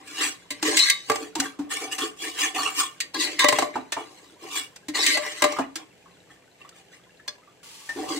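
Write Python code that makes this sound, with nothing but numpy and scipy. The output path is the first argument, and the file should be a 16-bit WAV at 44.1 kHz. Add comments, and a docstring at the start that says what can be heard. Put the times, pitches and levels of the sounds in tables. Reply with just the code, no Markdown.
"""A steel ladle stirs thick, quietly frying paste in a metal pressure cooker, close by in a small kitchen.
It drags through paste, grates the bare wall, then squelches on; knocks cluster near 3.5 s and 5.4 s.
Light rubs and an empty tap follow; at 7.63 s a dense sizzle cuts in under the last scrapes.
Scrapes and knocks are noise through the pot's resonances; booms, metal notes and plops are damped sines.
Frying is shaped grainy noise with random bubbles; a faint low hum lies underneath."""
import sys
import numpy as np
from scipy import signal
from scipy.fft import rfft, irfft, next_fast_len
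from scipy.io import wavfile
from scipy.ndimage import uniform_filter1d, map_coordinates

SR = 44100
rng = np.random.default_rng(int(sys.argv[2]) if len(sys.argv) > 2 else 0)


def bounce(signal):
    """Save signal as a 16-bit WAV file at the path given by the first command-line argument."""
    frames = np.transpose(np.atleast_2d(signal))
    limited = np.clip(frames, -1, 1)
    pcm = np.round(limited * 32767).astype(np.int16)
    wavfile.write(sys.argv[1], SR, pcm)


N = 361531
TIME = np.arange(N) / SR  # s
SIZE = next_fast_len(N + SR, True)  # FFT length with spare room for tails
HZ = np.fft.rfftfreq(SIZE, 1 / SR)

# resonances of the pot while the ladle is in the paste: f/Hz, width/Hz, relative level/dB
PASTE_MODES = [(292.5, 11, -0.5), (331.3, 13, -1), (438.2, 19.2, 0), (760.5, 31, -5), (1078, 41, -6),
               (1178, 32, -1.5), (1430, 32, -15.5), (1803, 45, -4), (2295, 27, -6.5), (2861, 60, -7),
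               (3365, 89, -8)]
# ringing resonances of the bare metal: f/Hz, width/Hz, relative level/dB
BARE_MODES = [(441.3, 10, -10.5), (594.8, 11, -6), (800, 8.3, -20.5), (1030, 30, -5), (1097, 75, -13.5),
              (1153, 17, -4), (1622, 30, -5.5), (1848, 14, 0.5), (1980, 36, 2.5), (2099, 20, 3.5),
              (2167, 19, -0.5), (2640, 10.6, -7), (3010, 7, 1), (3480, 9.1, -6.5), (3820, 24, 4.5),
              (3890, 14, 2), (4030, 21, -3), (4060, 36, 1.5), (4280, 52, -3.5), (4460, 15, -12),
              (4620, 17, 1.5), (6220, 87, -5.5), (7900, 9, -24.5), (8000, 12, -5.5)]


def amp(db):
    """Decibels to gain."""
    return 10 ** (np.asarray(db) / 20)


def unit(x):
    """Scale to rms 1."""
    return x / np.sqrt(np.mean(x ** 2) + 1e-20)


def along(points, hz):
    """Read a curve of (Hz, value) points on a log frequency axis."""
    f, value = np.transpose(points)
    return np.interp(np.log(hz + 1), np.log(f + 1), value)


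def wobble(rate):
    """A smooth random curve through `rate` knots a second."""
    knots = rng.standard_normal(int(N * rate / SR) + 4)
    return map_coordinates(knots, [TIME * rate])


def add(track, s, sound):
    """Mix a sound into the track at time s."""
    part = track[max(round(s * SR), 0):][:len(sound)]
    part += sound[:len(part)]


def filtered(x, response):
    """Pass x through a frequency response."""
    return irfft(rfft(x, SIZE) * response, SIZE)[..., :N]


def causal(gain):
    """The minimum-phase response of a gain curve: it rings only after it is struck."""
    cepstrum = irfft(np.log(np.maximum(gain, 1e-6)), SIZE)
    cepstrum[1:SIZE // 2] *= 2
    cepstrum[SIZE // 2 + 1:] = 0
    return np.exp(rfft(cepstrum))


def body(modes, dense, modes_db, slope_db):
    """Gain of the pot: strong resonances, tilted by slope_db an octave, over a bed of dense weak ones."""
    pivot_hz = 2100
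    power = amp(along(dense, HZ)) ** 2
    for hz, width, db in modes:
        off = (2 * (HZ - hz) / width) ** 2
        peak = amp(db + modes_db + slope_db * np.log2(hz / pivot_hz)) ** 2
        power += peak / ((1 + off) * (1 + off / 50))  # the far skirts fall faster
    return np.sqrt(power)


def registers(edges_hz, order=12):
    """Gains that split the spectrum at the edges and keep its power."""
    below = [0] + [1 / (1 + (HZ / hz) ** order) for hz in edges_hz] + [1]
    return [np.sqrt(np.abs(upper - lower)) for lower, upper in zip(below, below[1:])]


def grit(rate, smooth):
    """Tiny impacts of random size, `rate` a second, over a smooth share of noise; rms 1."""
    grains = (rng.random(N) < rate / SR) * rng.standard_normal(N)
    return unit(unit(grains) + smooth * rng.standard_normal(N))


def pressure(size=40000):
    """Stroke power by place (paste, bare wall), register (drag, rub, grit) and sample: swell, hold, lift."""
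    # strokes of the ladle: t/s, swell/s, hold/s, relative level/dB,
    # drag over level/dB, grit over level/dB, share of bare wall/0-1
    strokes = [(0, 0.0036, 0.038, -54.5, 9, -6, 0.16), (0.027, 0.053, .08, -44.5, -4, -0.5, 0.04),
               (0.115, .11, 0.042, -27.5, -10, 0.5, 0.04), (0.522, 0.023, 0.096, -52, -3, -4, 0.77),
               (0.618, 0.04, 0.087, -27, -1.5, 0, 0.84), (0.736, 0.034, .115, -27, -21.5, 6, 1),
               (1.061, 0.028, 0.16, -41.5, 3, -1.5, 0), (1.354, 0.038, .07, -38.5, -5, -1, 0.07),
               (1.577, .01, 0.11, -58, 13.5, -15, 0.06), (1.691, 0.019, 0.073, -36, -0.5, 3.5, 0.01),
               (1.768, 0.049, 0.037, -36, 5.5, -1, 0), (1.904, 0.021, .003, -33.5, -3, 3, 0),
               (1.972, 0.015, 0.063, -32.5, -1.5, 0.5, 0), (2.165, 0.061, 0.063, -38.5, 1.5, 5, 0.01),
               (2.331, 0.068, 0.054, -27, -5.5, 0.5, 0.01), (2.536, 0.017, 0.14, -32, 1, 1, 0),
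               (2.735, 0.059, .015, -28.5, -6, 6.5, 0), (3.016, 0.0099, 0.012, -52.5, 4.5, -3, 0.13),
               (3.135, .008, 0.034, -38.5, 5.5, 3, 0.98), (3.163, 0.044, 0.031, -29, -8, 5, 0.94),
               (3.244, 0.024, 0.059, -40, 3, -3, 0.73), (3.384, 0.0083, .03, -18.5, -20.5, -5.5, 1),
               (3.487, .02, 0.12, -34.5, 0.5, -1.5, 0.4), (3.727, 0.017, 0.021, -41, 3.5, -15, 0),
               (3.95, 0.022, 0.036, -38, -2.5, -10.5, 0), (4.004, 0.019, 0.31, -60, 6.5, 4.5, 0.4),
               (4.374, 0.05, 0.058, -49, 7.5, -0.5, 0.05), (4.472, 0.092, .02, -30, -13, 2, 0),
               (4.937, 0.017, 0.046, -26.5, -4, -1.5, .85), (4.97, 0.062, .11, -25, -8, 3, 0.99),
               (5.192, 0.027, 0.36, -37, -10, -3.5, 0.46), (5.427, 0.023, .18, -39.5, -1, -15.5, 0),
               (5.755, 0.024, 0.016, -47.5, 7, -6, 0), (6.29, 0.019, 0.016, -55.5, -1.5, -5.5, 0.04),
               (6.574, 0.03, 0.043, -56, -12, -10.5, 0.06), (6.727, .035, 0.027, -57, -2, 0, 0.09),
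               (6.902, 0.028, .015, -55, -10, -2, 0.08), (7.95, 0.026, 0.12, -46.5, 13, -2, 0.28),
               (8.075, 0.014, 0.089, -44, 7, 6.5, .45)]
    swell_db = 23.5  # a stroke starts this far below its level
    sag_db_per_s, lift_db_per_s = 23, 295
    # after the lift the paste settles or the wall rings on: dB under the stroke, dB per s
    trails = [(25, 78), (14, 69)]
    t = np.arange(size) / SR
    power = np.zeros((2, 3, N))
    for s, swell, hold, db, drag_db, grit_db, wall in strokes:
        rise_db = swell_db * np.clip(1 - t / swell, 0, 1)
        sag_db = sag_db_per_s * np.clip(t - swell, 0, hold)
        pressed_db = db - rise_db - sag_db
        lifted = np.maximum(t - swell - hold, 0)  # seconds since the lift
        for place, share, (under_db, db_per_s) in zip(power, [1 - wall, wall], trails):
            # the fast lift gives way to the slower trail
            fall_db = np.minimum(lift_db_per_s * lifted, under_db + db_per_s * lifted)
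            stroke = share * amp(pressed_db - fall_db) ** 2
            for track, colour_db in zip(place, [drag_db, 0, grit_db]):
                add(track, s, stroke * amp(colour_db) ** 2)
    return power


def roaming(force, patchy_db, size=512):
    """As the point of contact travels, it favours ever different resonances."""
    z = signal.stft(force, nperseg=size)[2]
    field = uniform_filter1d(rng.standard_normal(z.shape), 3, 0)  # blur across frequency
    field = uniform_filter1d(field, 6, 1)  # blur across time
    patchy = z * amp(patchy_db * unit(field))
    return unit(signal.istft(patchy, nperseg=size)[1][:N])


def scraping(power, floor_db, wall_db):
    """The ladle's edge sticks and slips over grit; two rows for two points of contact."""
    # dense weaker modes, in the paste and on the bare wall: f/Hz, relative level/dB
    floor_dense = [(30, -75), (110, -37.5), (220, -45), (290, -7), (400, -21.5), (560, -30.5), (900, -30),
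                   (1500, -17), (3000, -16), (5300, -17), (8300, -12), (9400, -23), (15500, -30)]
    wall_dense = [(30, -80), (110, -38.5), (220, -39), (300, -4.5), (400, -15), (700, -30.5), (1350, -26.5),
                  (1900, -13), (3000, -21), (4000, -6.5), (5300, -13.5), (8300, -14), (9400, -25.5),
                  (15500, -34.5)]
    slips = amp(0.99 * wobble(170) + 0.5 * wobble(35))
    force = np.array([roaming(slips * grit(rate=2200, smooth=0.85), patchy_db=5.5) for _ in range(2)])
    floor = body(PASTE_MODES, floor_dense, modes_db=-0.6, slope_db=0.7)
    metal = body(BARE_MODES, wall_dense, modes_db=-1.5, slope_db=1.0)
    sound = np.zeros((2, N))
    for place, gain, place_db in zip(power, [floor, metal], [floor_db, wall_db]):
        for drive, band in zip(place, registers([900, 2600])):
            driven = force * amp(place_db) * np.sqrt(drive)
            sound += filtered(driven, causal(unit(gain * band)))
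    return sound


def bubbles(rate, pitch_hz, spread, cycles, size=900):
    """Wet pockets bursting at random, each a few cycles that rise slightly in pitch; rms 1."""
    t = np.arange(size) / SR
    sound = np.zeros(N)
    for when, pitch, strength in rng.random((int(rate * N / SR), 3)):
        turns = pitch_hz * np.exp(spread * (2 * pitch - 1)) * t
        rising = turns * (1 + 0.0071 * turns / cycles)
        pop = np.sin(2 * np.pi * rising) * np.exp(-turns / cycles)
        add(sound, when * N / SR, amp(-18 * strength) * pop)
    return unit(sound)


def squelching(power, squelch_db):
    """The harder the ladle rubs through the paste, the louder the pockets it bursts."""
    paste, _ = power
    _, rub, _ = paste
    return amp(squelch_db) * np.sqrt(rub) * bubbles(rate=350, pitch_hz=2004, spread=0.769, cycles=8.8)


def knocking(size=16000, count=530):
    """Each blow is a crack and a brief chatter of the edge: a clang on the wall, a slap in the paste."""
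    # blows of the ladle on the pot: t/s, relative thud of the body/dB, relative clank of the edge/dB,
    # base t60/s, share of bare wall/0-1
    knocks = [(.505, -44, -32.5, 0.1, 0.97), (.627, -35, -28.5, 0.052, 0), (.77, -46, -20.5, 0.1, 1),
              (.79, -56.5, -23, .093, 1), (.899, -55.5, -18, 0.035, 1), (1.098, -19, -30, .042, 0.78),
              (1.116, -29, -35, 0.047, 0.76), (1.157, -39, -35, 0.036, 0.1),
              (1.353, -37, -33.5, .066, 0.04), (1.4, -44, -25, 0.046, 0.06), (1.589, -44.5, -52, 0.2, 0.1),
              (1.981, -48, -37, 0.19, 0), (3.003, -62, -28, .073, 0.81), (3.144, -42, -42, 0.055, 0.6),
              (3.392, -40, -25, .1, 1), (3.443, -17, -25, .04, .9), (3.485, -22.5, -19.5, 0.047, 0.85),
              (3.525, -21, -30.5, 0.043, 0.79), (3.586, -22.5, -26.5, 0.065, 0.57),
              (3.622, -22.5, -35.5, 0.057, .55), (3.755, -28, -49.5, 0.16, 0),
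              (3.921, -38.5, -30, 0.11, 0.4), (3.966, -31.5, -57, 0.19, 0), (4.76, -62, -47.5, 0.056, 0),
              (4.884, -46, -38, 0.077, 0.6), (5.063, -42, -21, 0.1, .9), (5.172, -29, -30.5, 0.06, 0.86),
              (5.263, -41.5, -42, .06, 0.8), (5.421, -21, -23.5, 0.046, 0.77),
              (5.439, -19.5, -25.5, 0.07, 0.8), (5.522, -39, -41, 0.028, 0.3), (5.586, -24, -43, .14, 0.06),
              (5.756, -53, -34.5, 0.083, 0.06), (6.691, -72, -52.5, 0.028, 0), (7.278, -45, -40, .055, 0.7),
              (7.89, -47, -45.5, 0.18, 0.3)]
    # dense weaker modes under the clang and the slap: f/Hz, relative level/dB
    clang_dense = [(30, -57.5), (120, -24.5), (220, -25), (280, -5.5), (700, -13), (920, -31),
                   (1400, -17.5), (2500, -4), (5300, -18.5), (8300, -11), (9400, -23), (15500, -28)]
    slap_dense = [(30, -67.5), (120, -20), (200, -28.5), (280, -7.5), (540, -15), (830, -2), (1300, -11.5),
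                  (2500, -19), (5300, -17), (8300, -11.5), (9400, -24.5), (15500, -29.5)]
    # spread of a blow over four registers, low to high: level offset/dB, share of the base t60
    spread = [(-4.5, .88), (-1, 0.62), (-1, 1.0), (-2.5, 0.8)]
    t = np.arange(size) / SR
    clang = body(BARE_MODES, clang_dense, modes_db=2.5, slope_db=-5.0)
    slap = body(PASTE_MODES, slap_dense, modes_db=-16.5, slope_db=-3.5)
    answers = []  # impulse responses by register: (on the wall, in the paste)
    for band in registers([700, 1500, 5000]):
        answers.append([irfft(causal(unit(pot * band)), SIZE)[:size] for pot in (clang, slap)])
    crack = 0.62 * amp(-60 * t / 0.011)  # the first bite of the edge is the hardest
    sound = np.zeros((2, N))
    for s, thud_db, clank_db, t60, wall in knocks:
        chatter = rng.standard_normal((2, size)) * (1 - np.exp(-t / 0.0012))
        # the thud fills the two low registers, the clank the two high ones
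        levels_db = [thud_db, thud_db, clank_db, clank_db]
        for level_db, (on_wall, in_paste), (register_db, life) in zip(levels_db, answers, spread):
            force = chatter * (amp(-60 * t / (t60 * life)) + crack)
            force[:, 0] += 2.8  # the contact itself, a single click
            answer = wall * on_wall + (1 - wall) * in_paste
            for track, row in zip(sound, force):
                blow = signal.fftconvolve(row, answer)[:size]
                # the level is that of the first `count` samples
                add(track, s, amp(level_db + register_db) * blow / blow[:count].std())
    return sound


def notes(rows, decay, attack, rough, size=22000):
    """Single damped resonances with a slightly unsteady phase; decay is (Hz, t60 s) points."""
    t = np.arange(size) / SR
    sound = np.zeros(N)
    for s, db, hz in rows:
        drift = rough * np.cumsum(rng.standard_normal(size)) / np.sqrt(SR)
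        envelope = amp(db - 60 * t / along(decay, hz)) * (1 - np.exp(-t / attack))
        add(sound, s, envelope * np.sin(2 * np.pi * hz * t + drift))
    return sound


def ringing():
    """Booms of the pot, notes of its metal, the ladle's own ring and the plops of the paste."""
    # heavy landings that set the pot booming on its stand: t/s, level/dB, f/Hz
    booms = [(.507, -33.5, 286), (.629, -18.5, 318), (.68, -16, 435), (1.362, -20, 328), (1.39, -22, 280),
             (1.591, -19, 289.5), (3.754, -31.5, 262), (4.885, -21.5, 302), (5.592, -22.5, 269.5),
             (5.758, -32.5, 318), (7.96, -21.5, 337), (8.0, -22.5, 313), (8.15, -31, 300)]
    # touches after which one note of the metal stands out: t/s, level/dB, f/Hz
    pings = [(.901, -23, 3770), (.901, -25, 2210), (1.1, -21.5, 1168), (1.1, -25.5, 445),
             (3.145, -28, 1670), (3.395, -19, 3620), (3.42, -16.5, 1057), (3.586, -29, 601.4),
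             (3.923, -29.5, 1794), (5.1, -21, 2108), (5.15, -28, 608), (5.44, -21.5, 1185),
             (7.89, -20, 1810), (8.02, -36, 442.5)]
    # the larger wet plops in the paste: t/s, level/dB, f/Hz
    plops = [(1.362, -26, 954), (1.418, -28.5, 777), (1.455, -26.5, 1580), (2.585, -20.5, 1147),
             (2.66, -21.5, 1136), (5.565, -22.5, 1198), (5.588, -19, 814), (6.058, -44, 1105),
             (6.615, -36, 2760), (6.647, -40, 1150), (6.932, -41, 1930), (7.198, -41.5, 1755),
             (7.474, -45.5, 1160)]
    # the empty ladle taps the wall and rings by itself: t/s, level/dB
    tap_s, tap_db = (7.279, -29)
    # the ladle's resonances: f/Hz, level over the tap/dB
    ladle_modes = [(1655, 0), (3480, -1.5), (4310, 0), (5000, 0), (6100, -1)]
    ladle = [(tap_s, tap_db + db, hz) for hz, db in ladle_modes]
    return (notes(booms, decay=[(280, 0.23), (340, 0.086), (430, 0.12)], attack=0.0042, rough=5)
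            + notes(pings, decay=[(600, 0.49), (1500, 0.11), (3700, 0.27)], attack=0.0028, rough=6.8)
            + notes(ladle, decay=[(1600, 0.058), (6000, 0.071)], attack=0.0016, rough=12.0)
            + notes(plops, decay=[(1100, 0.115), (2700, 0.028)], attack=0.0015, rough=16.4))


def frying(simmer_db, sizzle_db, bubble_db):
    """A low simmer with stray bubbles; at 7.63 s a louder, denser sizzle sets in abruptly."""
    # spectrum of the frying and kitchen background: f/Hz, relative level per Hz/dB
    simmer_colour = [(15, -62), (25, -20), (170, 0.5), (223, -6.5), (405, -0.5), (863, -11), (1160, -21),
                     (1260, -19), (1520, -14.5), (1740, -12), (5280, -22.5), (7920, -20.5), (9570, -30.5),
                     (13600, -32), (16000, -45.5)]
    # spectrum of the dense sizzle: f/Hz, relative level per Hz/dB
    sizzle_colour = [(180, -61), (300, -31), (392, -12), (701, -27), (885, 2), (1030, -13), (1140, 4),
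                     (1280, -10.5), (2400, -2.5), (8090, -5), (16000, -20)]
    sizzle_start, sizzle_rise = 7.628, 0.0047  # s
    simmer = unit(filtered(grit(rate=1300, smooth=1.3), amp(along(simmer_colour, HZ))))
    sizzle = unit(filtered(grit(rate=3000, smooth=1.0), amp(along(sizzle_colour, HZ))))
    onset = np.clip((TIME - sizzle_start) / sizzle_rise, 0, 1)
    blips = amp(bubble_db) * bubbles(rate=70, pitch_hz=1960, spread=0.72, cycles=13)
    steady = amp(simmer_db + 0.7 * wobble(6)) * simmer
    fizz = amp(sizzle_db + 0.33 * wobble(42)) * onset * sizzle
    return steady + fizz + blips


def hum(hz, hum_db):
    """A faint low hum that wavers in level and phase."""
    level = amp(hum_db + 1.1 * wobble(1.7))
    return level * np.sin(2 * np.pi * hz * TIME + 0.45 * wobble(13))


def reflections(x, decay, size=20000):
    """x through a random tail in which each frequency dies at its own speed; decay is (Hz, t60 s) points."""
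    hz, t, z = signal.stft(rng.standard_normal(size), SR, nperseg=128)
    fading = z * amp(-60 * t / along(decay, hz)[:, None])
    tail = signal.istft(fading, SR, nperseg=128)[1]
    return signal.fftconvolve(x, tail / np.linalg.norm(tail))[:N]


def scene():
    """The pot close in front, spread by its own wall and by the kitchen."""
    # colour of the pot-wall reflections that differ between the two sides: f/Hz, gain/dB
    width = [(100, -18), (320, -18.5), (600, 2.5), (1200, -2), (2500, 1.5), (8000, 2)]
    # decay of the kitchen: f/Hz, t60/s
    kitchen = [(150, 0.37), (1000, 0.31), (4000, 0.23), (12000, 0.18)]
    # the pot sits a little off centre: f/Hz, left minus right/dB
    tilt = [(60, 2), (130, -2), (290, 1), (640, -1), (1410, -1.5), (3100, -0.5), (6820, -0.5), (15000, 5)]
    power = pressure()
    paste = []
    for _ in range(2):
        squelch = squelching(power, squelch_db=-17.5)
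        paste.append(squelch + frying(simmer_db=-58.5, sizzle_db=-49.5, bubble_db=-65.5))
    scrape = scraping(power, floor_db=-2.23, wall_db=-1.56)
    near, far = scrape + knocking() + ringing() + np.array(paste)
    mid = near + hum(hz=177, hum_db=-74)
    # the curved wall throws both parts of the sound sideways
    bounced = 0.31 * reflections(near, [(300, 0.004), (8000, 0.0067)])
    bounced += 0.74 * reflections(far, [(300, 0.004), (8000, 0.037)])
    side = filtered(bounced, causal(amp(along(width, HZ))))
    room = np.array([reflections(near, kitchen), reflections(near, kitchen)])
    pair = np.array([mid + side, mid - side]) + amp(-9) * room
    return filtered(pair, amp(np.outer([0.5, -0.5], along(tilt, HZ))))


def record(dry):
    """The microphone rounds the highest peaks, thins the deepest bass and stops at its band limit."""
    ceiling, bass_hz, top_hz = 0.9, 55, 15900  # full scale = 1, Hz, Hz
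    rounded = dry / (1 + np.abs(dry / ceiling) ** 6) ** (1 / 6)
    low_cut = 1j * HZ / (1j * HZ + bass_hz)
    return filtered(rounded, low_cut / (1 + (HZ / top_hz) ** 120))


dry = scene()
out = record(dry)
bounce(out)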